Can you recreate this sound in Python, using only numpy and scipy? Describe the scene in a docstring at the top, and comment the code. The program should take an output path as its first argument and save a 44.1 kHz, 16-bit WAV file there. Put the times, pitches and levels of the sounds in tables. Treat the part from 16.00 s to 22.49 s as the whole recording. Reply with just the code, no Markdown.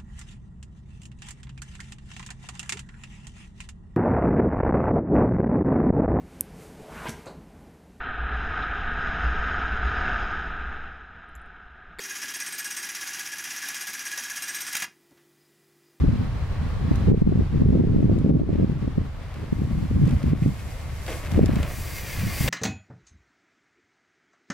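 """Mountain bike jump in gusty wind.

Eddies buffet the microphone's two ports over a wash of distant traffic and trees.
A bike rolls closer: tyres crush dry dirt and pop stones; frame and chain rattle on
bumps and landings. It takes off and flies towards the microphone, its freewheel
buzzing as the pawls snap over the ratchet and ring the hub."""
import sys
import numpy as np
from scipy import signal
from scipy.fft import rfft, irfft, next_fast_len
from scipy.io import wavfile
from scipy.ndimage import uniform_filter1d, map_coordinates

SR = 44100
rng = np.random.default_rng(int(sys.argv[2]) if len(sys.argv) > 2 else 0)


def generate_wav(signal):
    """Clip the signal to [-1, 1] and save it as 16-bit WAV at the path in sys.argv[1]."""
    frames = np.transpose(np.atleast_2d(signal))
    scaled = np.clip(frames, -1, 1) * 32767
    pcm = np.round(scaled).astype(np.int16)
    wavfile.write(sys.argv[1], SR, pcm)


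N = 286209
TIME = np.arange(N) / SR


def from_db(db):
    """Decibels to gain."""
    return 10 ** (np.asarray(db) / 20)


def rms_one(x):
    """Scale to unit rms."""
    return x / np.sqrt(np.mean(x ** 2) + 1e-20)


def curve(rows):
    """Breakpoints (t/s, value) interpolated at every sample."""
    return np.interp(TIME, *np.transpose(rows))


def colour(x, spectrum):
    """Filter by breakpoints (f/Hz, level/dB); unit rms."""
    size = next_fast_len(N + 4096)
    hz, db = np.transpose(spectrum)
    bins_hz = np.maximum(np.arange(size // 2 + 1) * SR / size, 1)
    gain = from_db(np.interp(np.log(bins_hz), np.log(hz), db))
    return rms_one(irfft(rfft(x, size) * gain, size)[..., :N])


def drift(rate_hz):
    """Smooth random wander; unit rms."""
    knots, coarse_s = rng.standard_normal(4000), TIME[::16]
    wander = map_coordinates(knots, [coarse_s * rate_hz], order=2, mode="wrap")
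    return rms_one(np.interp(TIME, coarse_s, wander))


def stereo_noise(side_db):
    """White noise, partly different in the two channels."""
    mid, side = rng.standard_normal((2, N))
    return mid + from_db(side_db) * side * [[1], [-1]]


def diffuse_noise():
    """Antiphase white noise: sound from all around."""
    return rng.standard_normal(N) * [[1], [-1]]


def delay(x, ms):
    """Variable fractional delay."""
    return map_coordinates(x, [np.arange(N) - ms * SR / 1000], order=3, mode="nearest")


def lag_right(x, ms):
    """The right channel trails the left."""
    return np.array([x[0], delay(x[1], ms)])


def resonate(x, modes):
    """Parallel resonances (f/Hz, width/Hz, rms level/dB)."""
    out = 0
    for hz, width_hz, db in modes:
        radius = np.exp(-np.pi * width_hz / SR)
        feedback = [1, -2 * radius * np.cos(2 * np.pi * hz / SR), radius ** 2]
        out = out + from_db(db) * rms_one(signal.lfilter([1, 0, -1], feedback, x))
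    return out


def held(start_s, length_s, rise_s, fall_s):
    """Envelope: rise up to start_s, hold, fall; rise and fall times per 20 dB."""
    before = np.maximum(start_s - TIME, 0) / rise_s
    after = np.maximum(TIME - start_s - length_s, 0) / fall_s
    return from_db(-20 * np.minimum(before + after, 10))


def blows(hits, t60_s, trim_db, late_s=0):
    """Envelope of hits (t/s, level/dB): sudden rise, exponential fall."""
    envelope = 0
    for s, db in hits:
        age_s = TIME - (s + late_s)
        envelope = envelope + (age_s >= 0) * from_db(db + trim_db - 60 * np.clip(age_s / t60_s, 0, 3))
    return envelope


# Breeze between gusts: t/s, level/dB
BREEZE_LEVEL = [(0, -31.5), (0.85, -29.5), (1.6, -29.5), (2.3, -32.5), (2.95, -35), (3.25, -37.5),
                (3.7, -37.5), (4.35, -55), (4.6, -36.5), (5.22, -36.5), (5.38, -31.5), (5.7, -34.5),
                (6.05, -38), (6.49, -35)]
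# Gusts: t/s, length/s, level/dB, large-eddy share/dB, small-eddy share/dB
WIND_GUSTS = [(0.021, 0.076, -23, 2.5, -12), (0.122, 0.11, -25.5, -9, -29), (0.616, 0.02, -29, -5, -16.5),
              (0.817, 0.026, -27, -3, -20), (0.892, 0.2, -27, -1, -15), (1.088, 0.033, -19, -1, -6),
              (1.267, 0.16, -26, -.5, -9.5), (1.545, 0.2, -22.5, -3, -9.5), (1.726, .11, -20, -5, -5.5),
              (1.861, 0.33, -22, -4.5, -8.5), (2.251, 0.14, -19.5, -9, -7), (2.48, 0.13, -24.5, -4, -6.5),
              (2.59, 0.029, -20.5, -1.5, -5.5), (2.701, 0.058, -26.5, -19, -16),
              (2.832, 0.054, -30.5, -4, -14), (2.987, 0.023, -27.5, 0.5, -11),
              (3.392, 0.053, -36.5, -11, -4.5), (3.569, 0.085, -27, 0.5, -12.5),
              (3.715, 0.12, -27.5, -1, -15), (3.912, 0.058, -27, 2.5, -20), (3.981, 0.1, -19, -7, -15),
              (4.122, 0.039, -25, 1, -19), (4.254, 0.086, -24, -1, -14), (4.427, 0.053, -23, -5.5, -15),
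              (5.337, .27, -28, 0.5, -10), (5.368, 0.042, -25, 1.5, -4.5), (6.196, 0.095, -30, -1.5, -23),
              (6.421, 0.039, -28, -2.5, -15)]


def eddy_gains():
    """Swell, rumble, buffet and flutter gains: breeze carries large eddies, gusts stir all sizes."""
    breeze = from_db(curve(BREEZE_LEVEL))
    large = middle = small = 0
    for s, length_s, db, large_db, small_db in WIND_GUSTS:
        gust = from_db(db) * held(s, length_s, rise_s=0.046, fall_s=0.072)
        slow_gust = from_db(db) * held(s, length_s, rise_s=0.065, fall_s=0.091)
        large = np.maximum(large, slow_gust * from_db(large_db))
        middle = np.maximum(middle, gust)
        small = np.maximum(small, gust * from_db(small_db))
    return (np.hypot(breeze * from_db(-3.5), large * from_db(-7)),
            np.hypot(breeze, large),
            np.hypot(breeze * from_db(-8.5), middle * from_db(-0.1)),
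            np.hypot(breeze * from_db(-20.5), small))


def turbulence(source, spectrum, span_s, lumpy_db, lumps_hz):
    """Pressure of eddies of one size: levelled over span_s, then made lumpy."""
    flow = colour(source, spectrum)
    power = uniform_filter1d(np.mean(flow ** 2, axis=0), int(span_s * SR) + 1)
    lumps = from_db(lumpy_db * drift(lumps_hz))
    return colour(flow / np.sqrt(power + 1e-6) * lumps, [(1500, -2.5), (5000, -72)])


# Eddy spectra, largest eddies first: f/Hz, level/dB
SWELL_SPECTRUM = [(2, -40), (15, -4.5), (30, -3.5), (48, -0.5), (62, -11), (120, -49), (1000, -130)]
RUMBLE_SPECTRUM = [(10, -48), (45, -22.5), (60, 1), (80, 3.5), (105, -3), (150, -12), (400, -60),
                   (2000, -130)]
BUFFET_SPECTRUM = [(30, -61), (100, -3.5), (130, 3), (190, -2.5), (250, -7.5), (340, -21.5), (800, -76.5),
                   (3000, -130)]
FLUTTER_SPECTRUM = [(80, -49), (240, -5), (290, 0.5), (400, -6.5), (550, -18.5), (800, -24.5), (1500, -62),
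                    (8000, -120)]


def wind():
    """Eddies sweep the left port, then the right; the strongest pushes are rounded off."""
    swell_gain, rumble_gain, buffet_gain, flutter_gain = eddy_gains()
    swell = turbulence(stereo_noise(-15), SWELL_SPECTRUM, span_s=0.37, lumpy_db=0, lumps_hz=3.1)
    rumble = turbulence(stereo_noise(-13), RUMBLE_SPECTRUM, span_s=0.064, lumpy_db=2.5, lumps_hz=30)
    buffet = turbulence(stereo_noise(-8.5), BUFFET_SPECTRUM, span_s=0.05, lumpy_db=2.5, lumps_hz=60)
    # Buffet crests steepen and break into small eddies.
    crests = colour(buffet ** 3, [(150, -23), (300, -2), (600, 7.5), (1500, 20)])
    breakup = 1.16 * colour(stereo_noise(-8.5), [(1200, -5.5), (4000, -58)]) * np.abs(buffet)
    flutter = turbulence(crests + breakup, FLUTTER_SPECTRUM, span_s=0.037, lumpy_db=2, lumps_hz=80)
    calm = wakes()
    slant = 1 + 0.2 * drift(8)  # wind direction wanders
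    pressure = (lag_right(swell_gain * swell + rumble_gain * rumble, ms=0.15 * slant)
                + lag_right(calm * buffet_gain * buffet, ms=0.8 * slant)
                + lag_right(calm * flutter_gain * flutter, ms=0.62 * slant)
                + vortices())
    return 0.89 * np.tanh(pressure / 0.74)


def swirl(age_s, hz, lag_ms, phase_cycles, half_length_cycles=0.44, quickening=0.15):
    """A few quickening swings of push and suction, at each port in turn."""
    cycles = (age_s + np.array([[0.5], [-0.5]]) * lag_ms / 1000) * hz
    envelope = np.exp(-(cycles / half_length_cycles) ** 2 / 2)
    return envelope * np.sin(2 * np.pi * (phase_cycles + cycles + quickening * cycles ** 2 / 2))


# Single strong eddies: t/s, relative level/dB, f/Hz, right-port lag/ms
VORTICES = [(0.041, -10, 202, 1.1), (0.047, -14.5, 222, 0.5), (0.081, -17, 163, 1),
            (0.157, -18.5, 185, 1.1), (0.914, -5, 210, 2.25), (1.074, -9.5, 164, 1), (1.1, -7, 222, 1.5),
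            (1.117, -7, 244, 1.8), (1.13, -11, 200, -1.5), (1.177, -12.5, 170, 1.1), (1.221, -4, 193, 1.6),
            (1.274, -6.5, 195, 1.5), (1.293, -11, 165, 1.2), (1.323, -10.5, 256, 2.25),
            (1.357, -9.5, 175, 1), (1.393, -8.5, 195, 1.9), (1.559, -13.5, 180, 1.1), (1.62, -5, 210, 1.9),
            (1.688, -8, 175, 1.3), (1.706, -9.5, 168, 1), (1.729, -12, 220, 1.4), (1.773, -12, 230, 0.6),
            (1.798, -6, 200, 1.5), (1.808, -11, 190, 0.7), (1.838, -14, 245, 0.5), (1.963, -7, 222, 1.65),
            (2.005, -13, 242, 1), (2.028, -10, 235, 2.2), (2.043, -9.5, 162, 0.5), (2.055, -11.5, 196, 1.3),
            (2.096, -10, 248, 2.5), (2.115, -12, 253, 0.7), (2.18, -15.5, 256, 0.7), (2.262, -9, 218, 0.7),
            (2.295, -8.5, 218, 0.9), (2.313, -11.5, 173, 0.3), (2.368, -14, 233, 1),
            (2.397, -11.5, 237, 0.4), (2.416, -10, 210, 2), (2.491, -16, 288, -0.3), (2.503, -13, 218, 2),
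            (2.587, -13, 230, 2), (2.611, -12, 150, 0.5), (2.631, -9.5, 256, 1.7), (2.644, -8.5, 187, 0.95),
            (2.697, -12, 177, 0.8), (2.826, -14.5, 174, 1.1), (2.846, -17, 247, 1.3),
            (2.878, -13, 235, 0.8), (2.981, -7.5, 205, 1.2), (3.528, -8, 200, 1.6), (3.619, -13, 194, 1.05),
            (3.827, -18, 183, 2), (3.912, -15, 193, 4), (4.017, -10, 189, 1.5), (4.079, -12.5, 197, 3.5),
            (4.24, -13, 197, 1), (4.333, -10, 196, 1), (4.423, -13.5, 164, 1.3), (4.461, -12, 213, 0.64),
            (5.379, -6, 218, 4), (5.392, -5.5, 362, 0.3), (5.412, -7, 149, 1.7), (5.432, -5, 192, 1.2),
            (5.441, -10.5, 290, 0.6), (5.493, -8.5, 224, 2.8), (5.569, -11, 160, 1.5),
            (6.409, -13.5, 112, 1.1)]


def vortices(trim_db=-1.26):
    """Each passing vortex is a swirl with a sharper core that crosses the ports sooner."""
    pressure = np.zeros((2, N))
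    for (s, db, hz, lag_ms), phase_cycles in zip(VORTICES, rng.random(len(VORTICES))):
        near = np.abs(TIME - s) < 0.03
        age_s = TIME[near] - s
        body = swirl(age_s, hz, lag_ms, phase_cycles)
        core = swirl(age_s, 2 * hz, 0.55 * lag_ms, 2 * phase_cycles)
        pressure[:, near] += from_db(db + trim_db) * (body + 0.31 * core)
    return signal.sosfilt(signal.butter(6, 760, fs=SR, output="sos"), pressure + 1e-18)


def wakes(late_s=0.00088, half_length_s=0.012, depth=0.46):
    """Gain of the lesser eddies, which each vortex sweeps aside."""
    centres_s = np.sort([s + late_s for s, *_ in VORTICES])
    nearest = np.searchsorted((centres_s[1:] + centres_s[:-1]) / 2, TIME)
    gap_s = np.abs(TIME - centres_s[nearest])
    return 1 - depth * np.exp(-np.minimum(gap_s / half_length_s, 10) ** 2)


# Distant wash: t/s, relative level/dB
WASH_CURVE = [(0, -51.5), (1.08, -50.5), (1.14, -53), (2.4, -56.5), (3.3, -55.5), (4.2, -54.5), (4.6, -55)]
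# Spectra of the wash and of its diffuse part: f/Hz, level/dB
WASH_SPECTRUM = [(100, 5.5), (250, -5.5), (500, 4.5), (750, 1), (1050, 0.5), (1400, -2.5), (2000, -5),
                 (3000, -11), (4500, -15.5), (7000, -24), (10000, -29), (16000, -36)]
WASH_SIDE_SPECTRUM = [(900, -6), (2500, 0), (6000, 2)]
# Far whines: f/Hz, width/Hz, level/dB re wash, fade start t/s
FAR_WHINES = [(1127, 18, -13, 7), (4080, 9.1, -23.5, 0.97)]


def wash():
    """Far traffic and leaves, wider in the treble, with two thin whines."""
    spread = rng.standard_normal(N) + from_db(-1.5) * colour(diffuse_noise(), WASH_SIDE_SPECTRUM)
    whines = sum(held(0, until_s, rise_s=1, fall_s=1) * resonate(stereo_noise(side_db=1), [mode])
                 for *mode, until_s in FAR_WHINES)
    gain = from_db(curve(WASH_CURVE) + 9 + 0.68 * drift(24.77))
    return gain * (colour(spread, WASH_SPECTRUM) + whines)


# Traffic swell: f/Hz, level/dB
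RUSH_SPECTRUM = [(400, -22), (800, -0.5), (1150, 0), (1500, -10), (2500, -17), (8000, -43)]


def traffic_rush(level_db=-53):
    """A soft rush in the distant traffic swells and passes."""
    envelope = held(start_s=0.78, length_s=0.44, rise_s=1.3, fall_s=0.9)
    return from_db(level_db) * envelope * colour(stereo_noise(side_db=-4), RUSH_SPECTRUM)


# Chain and grit ticks: t/s, relative level/dB
TICK_HITS = [(0.9556, -34.5), (2.1858, -40.5), (3.3403, -41.5), (4.0542, -39), (4.072, -39), (4.091, -37.5),
             (4.1076, -37), (4.228, -38), (4.4767, -42), (5.063, -32), (5.315, -31), (5.458, -25),
             (5.556, -29), (5.628, -32)]


def ticks():
    """Chain and grit give short bright snaps."""
    hiss = colour(stereo_noise(side_db=-1.5), [(1000, -12), (3200, 0.5), (8000, -4.5), (16000, -17)])
    return blows(TICK_HITS, t60_s=0.024, trim_db=-5, late_s=0.0011) * hiss


# Level dips: t/s, depth/dB
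GUST_DIPS = [(1.124, 10.5), (1.23, 6.5), (1.64, 4), (1.82, 4), (2.321, 8.5), (2.42, 3.5), (4.34, 4),
             (5.41, 5)]


def dips(onset_s=0.021, recovery_s=0.071):
    """Gain of wash and bike: drops quickly at the hardest gusts and creeps back."""
    loss_db = 0
    for s, db in GUST_DIPS:
        onset = np.clip((TIME - s) / onset_s + 1, 0, 1)
        loss_db = loss_db + db * onset * np.exp(-np.maximum(TIME - s, 0) / recovery_s)
    return from_db(-loss_db)


# Landings and bumps: t/s, relative level/dB
KNOCK_HITS = [(2.53, -42), (4.11, -39), (5.079, -28), (5.126, -36), (6.478, -21.5)]
# Frame chatter: f/Hz, level/dB
FRAME_SPECTRUM = [(150, -18), (300, -46), (500, 25), (750, 5), (1150, 2), (1500, 9), (2100, 14), (3000, 7),
                  (4500, -3), (8000, -10), (16000, -31)]


def frame_knocks():
    """Tyres slap down and the frame and chain chatter briefly."""
    shake = blows(KNOCK_HITS, t60_s=0.14, trim_db=-5.5) * from_db(2.75 * drift(250))
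    return shake * colour(stereo_noise(side_db=-32), FRAME_SPECTRUM)


def distance_m(speed_m_per_s=6.05, pass_s=6.65, miss_m=1.92):
    """Range of the bike, riding steadily along a line past the microphone."""
    return np.hypot(speed_m_per_s * (pass_s - TIME), miss_m)


def nearness(ground_loss_db_per_m=0.13):
    """Gain from spreading and from loss over the ground."""
    return from_db(-ground_loss_db_per_m * distance_m()) / distance_m()


# Tyre load on landings, turns and ramps: t/s, length/s, relative level/dB
TYRE_PRESSES = [(2.55, 0.043, -24), (3.2, 0.26, -27), (4.07, 0.32, -26.5), (4.55, 0.61, -33),
                (5.105, 0.047, -24), (5.227, 0.37, -26), (5.535, 0.13, -25.5)]
# Dirt crunch: f/Hz, level/dB
CRUNCH_SPECTRUM = [(120, -7), (300, 6.5), (420, 1.5), (560, 6.5), (680, 6), (850, -1.5), (1150, -0.5),
                   (1500, -2.5), (2200, -2.5), (3000, -8.5), (4500, -16.5), (8000, -27), (16000, -24.5)]


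def tyres(grains_per_s=6000):
    """Knobs crush dry dirt in dense, uneven grains, louder under load."""
    load = from_db(-37.5)  # running light
    for s, length_s, db in TYRE_PRESSES:
        load = np.maximum(load, from_db(db) * held(s, length_s, rise_s=0.057, fall_s=0.21))
    onsets = rng.random(N) < grains_per_s / SR
    sizes = from_db(3.3 * np.minimum(rng.exponential(1, N), 4))
    gain = load * nearness() * from_db(4.5 + 0.74 * drift(110))
    return gain * colour(onsets * sizes * stereo_noise(side_db=-15), CRUNCH_SPECTRUM)


# Coasting spells, the last in flight: t/s, length/s, rise/s, relative level/dB
COAST_SPELLS = [(3.556, 0.75, 1.3, -28.5), (4.417, 1.52, 0.26, -27.5), (5.785, 0.88, 0.24, -26.5)]


def hub_gain():
    """The freewheel sounds while coasting; a landing jolts it, the take-off ramp hides it."""
    coasting = 0
    for s, length_s, rise_s, db in COAST_SPELLS:
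        coasting = np.maximum(coasting, from_db(db) * held(s, length_s, rise_s, fall_s=0.12))
    jolt_db = 4.2 * held(start_s=5.1, length_s=0.071, rise_s=0.069, fall_s=0.073)
    shadow_db = -3.8 * held(start_s=5.4, length_s=0.27, rise_s=0.057, fall_s=0.045)
    return coasting * nearness() * from_db(jolt_db + shadow_db)


# Hub, rotor and spoke modes: f/Hz, width/Hz, far level/dB, near level/dB
WHEEL_MODES = [(1117, 23, -16, -19.5), (1880, 120, -25.5, -23), (2120, 63, -13.5, -20),
               (2450, 150, -22.5, -16.5), (4650, 200, -22, -16), (4940, 160, -25, -20.5),
               (5860, 260, -22, -18), (6800, 80, -31, -26), (7530, 520, -16, -20.5),
               (9280, 140, -22, -20.5), (11350, 380, -15.5, -23.5)]


def hub_ringing(drive, closeness, waver_db=1.7, waver_hz=11):
    """Each mode wavers on its own and moves from its far to its near level."""
    ring = 0
    for hz, width_hz, far_db, near_db in WHEEL_MODES:
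        level_db = far_db + closeness * (near_db - far_db) + waver_db * drift(waver_hz)
        ring = ring + from_db(level_db) * resonate(drive, [(hz, width_hz, 0)])
    return ring


# Pawl click rate: t/s, f/Hz
PAWL_RATE = [(2.6, 200), (4.4, 310), (4.9, 296), (5.86, 233), (6.0, 233), (6.13, 305), (6.3, 225),
             (6.49, 210)]
# Freewheel buzz: f/Hz, level/dB
HUB_SPECTRUM = [(500, -23), (1200, -14), (1700, 3), (2150, 2), (2550, -1), (3100, -1), (4000, -1),
                (4800, -3), (5400, -1), (7500, -0.5), (10000, -0.5), (13000, 0.5), (15700, 3.5)]


def freewheel(rattle_decay_s=0.002):
    """Pawls snap over the ratchet teeth; each snap rings the wheel and stirs a fine rattle."""
    rate_hz = curve(PAWL_RATE)
    teeth = np.cumsum(rate_hz * (1 + 0.028 * drift(140))) / SR
    snaps = np.diff(np.floor(teeth), prepend=0) * from_db(2.5 * rng.standard_normal(N))
    snaps = colour(snaps, [(1000, -3), (2400, 0), (4000, -7), (7000, -14), (16000, -20)])
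    snap_age_s = (teeth % 1) / rate_hz
    rattle = rms_one(2.6 + np.exp(-snap_age_s / rattle_decay_s)) * stereo_noise(side_db=-25)
    drive = rattle + 0.52 * snaps
    closeness = np.interp(TIME, [5.45, 5.8], [0, 1])
    near = colour(drive, HUB_SPECTRUM) + hub_ringing(drive + 0.31 * stereo_noise(side_db=5), closeness)
    # From afar: a thinner sizzle, its top absorbed by the air.
    scattered = near + from_db(-1.5) * diffuse_noise()
    far = colour(scattered, [(2200, 0), (5000, 0.5), (12500, -3.5), (16000, -11.5)])
    gain = hub_gain() * from_db(drift(35))
    return gain * (far + closeness * (near - far + wheel_whirr()))


# Freewheel treble: t/s, level/dB
TREBLE_LEVEL = [(4.3, -2.5), (4.6, 1.5), (4.9, -2.5), (5.13, 2.5), (5.4, -2), (5.66, .5), (5.79, 1.5),
                (5.88, -1), (5.96, 0.5), (6.07, -2), (6.26, -3.5), (6.38, -1), (6.46, 1.5)]


def shade_treble(x, split_hz=5500):
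    """The treble swells and fades as the bike comes on."""
    low = signal.sosfiltfilt(signal.butter(2, split_hz, fs=SR, output="sos"), x)
    return low + from_db(curve(TREBLE_LEVEL)) * (x - low)


# Stones under the tyres: t/s, relative level/dB
STONE_HITS = [(4.051, -34), (4.085, -39), (4.115, -38), (5.237, -41), (5.263, -31), (5.35, -33),
              (5.429, -28), (5.529, -33), (5.557, -30), (5.584, -31), (5.629, -30), (5.668, -38),
              (5.696, -40)]
# Stone crack: f/Hz, level/dB
STONE_SPECTRUM = [(400, -20), (1000, 2), (1500, 1), (2300, 3), (3200, -9), (5000, -28), (12000, -34)]


def stones(cracks_per_s=9000):
    """Each stone gives way in a short run of sharp cracks."""
    cracks = (rng.random(N) < cracks_per_s / SR) * stereo_noise(side_db=-14)
    return blows(STONE_HITS, t60_s=0.067, trim_db=-9.5) * colour(cracks, STONE_SPECTRUM)


# Chain slaps: t/s, relative level/dB
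CHAIN_HITS = [(4.078, -41), (4.428, -40.5), (4.592, -41.5), (5.081, -36), (5.114, -32.5), (5.26, -44),
              (5.63, -35.5), (6.439, -35.5), (6.477, -26)]
# Chain-on-frame modes: f/Hz, width/Hz, relative level/dB
CHAIN_MODES = [(1166, 58, -5), (2160, 190, -5), (2500, 240, -2), (3250, 1300, -11), (4670, 380, -20),
               (7240, 700, -13)]


def chain_clanks():
    """The chain slaps the frame with a short metallic chatter."""
    ring = resonate(stereo_noise(side_db=-15), CHAIN_MODES)
    metal = colour(ring, [(500, -12), (1500, 3), (8000, -0.5), (16000, -13)])
    return blows(CHAIN_HITS, t60_s=0.11, trim_db=-3) * from_db(2.2 * drift(200)) * metal


# Tyre landings: t/s, relative level/dB
THUD_HITS = [(5.081, -29.5), (5.113, -37)]
# Tyre casing modes: f/Hz, width/Hz, level/dB
TYRE_MODES = [(440, 70, -1), (520, 69, 1), (710, 130, -8)]


def tyre_thuds():
    """The air-filled tyres boom as they hit the dirt."""
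    return blows(THUD_HITS, t60_s=0.19, trim_db=-8) * resonate(stereo_noise(side_db=-25), TYRE_MODES)


TAKE_OFF_S = 5.84
# Wheel whirr: t/s, f/Hz
WHEEL_PITCH = [(5.75, 2130), (6.33, 2112), (6.43, 2080), (6.49, 2020)]


def wheel_whirr(width_hz=40, swell_db_per_s=7):
    """The spinning wheel's narrow, wavering ring grows in flight and sinks as it draws level."""
    phase = 2 * np.pi * np.cumsum(curve(WHEEL_PITCH)) / SR
    ring = rms_one(drift(width_hz) * np.cos(phase) + drift(width_hz) * np.sin(phase))
    return from_db(-14.5 + swell_db_per_s * (TIME - TAKE_OFF_S)) * ring


def over_ground(x, mic_height_m=1.205, hub_height_m=1.3, sound_m_per_s=343, clear_ramp_s=0.17):
    """In flight a dull bounce off the dirt joins in; its comb slides down as the bike nears."""
    detour_m = np.hypot(distance_m(), mic_height_m + hub_height_m) - distance_m()
    dull = signal.sosfilt(signal.butter(2, 3500, fs=SR, output="sos"), x)
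    bounce = np.array([delay(side, 1000 * detour_m / sound_m_per_s) for side in dull])
    airborne = np.clip((TIME - TAKE_OFF_S) / clear_ramp_s, 0, 1)
    return x + 0.5 * airborne * bounce


def scene():
    """The bike comes in slightly from the left, between wash and wind."""
    bike = tyres() + stones() + tyre_thuds() + frame_knocks() + chain_clanks() + ticks()
    bike += over_ground(shade_treble(freewheel()))
    lag_ms = np.interp(TIME, [5.15, 5.75], [0.03, 0])  # swings round to straight ahead
    bike = lag_right(bike, lag_ms) * from_db([[0.8], [0.1]])
    return wind() + dips() * (wash() + traffic_rush() + bike)


def record(dry):
    """Steep low-pass at 15.8 kHz."""
    return signal.sosfilt(signal.ellip(12, 0.1, 90, 15800, fs=SR, output="sos"), dry)


dry = scene()
out = record(dry)
generate_wav(out)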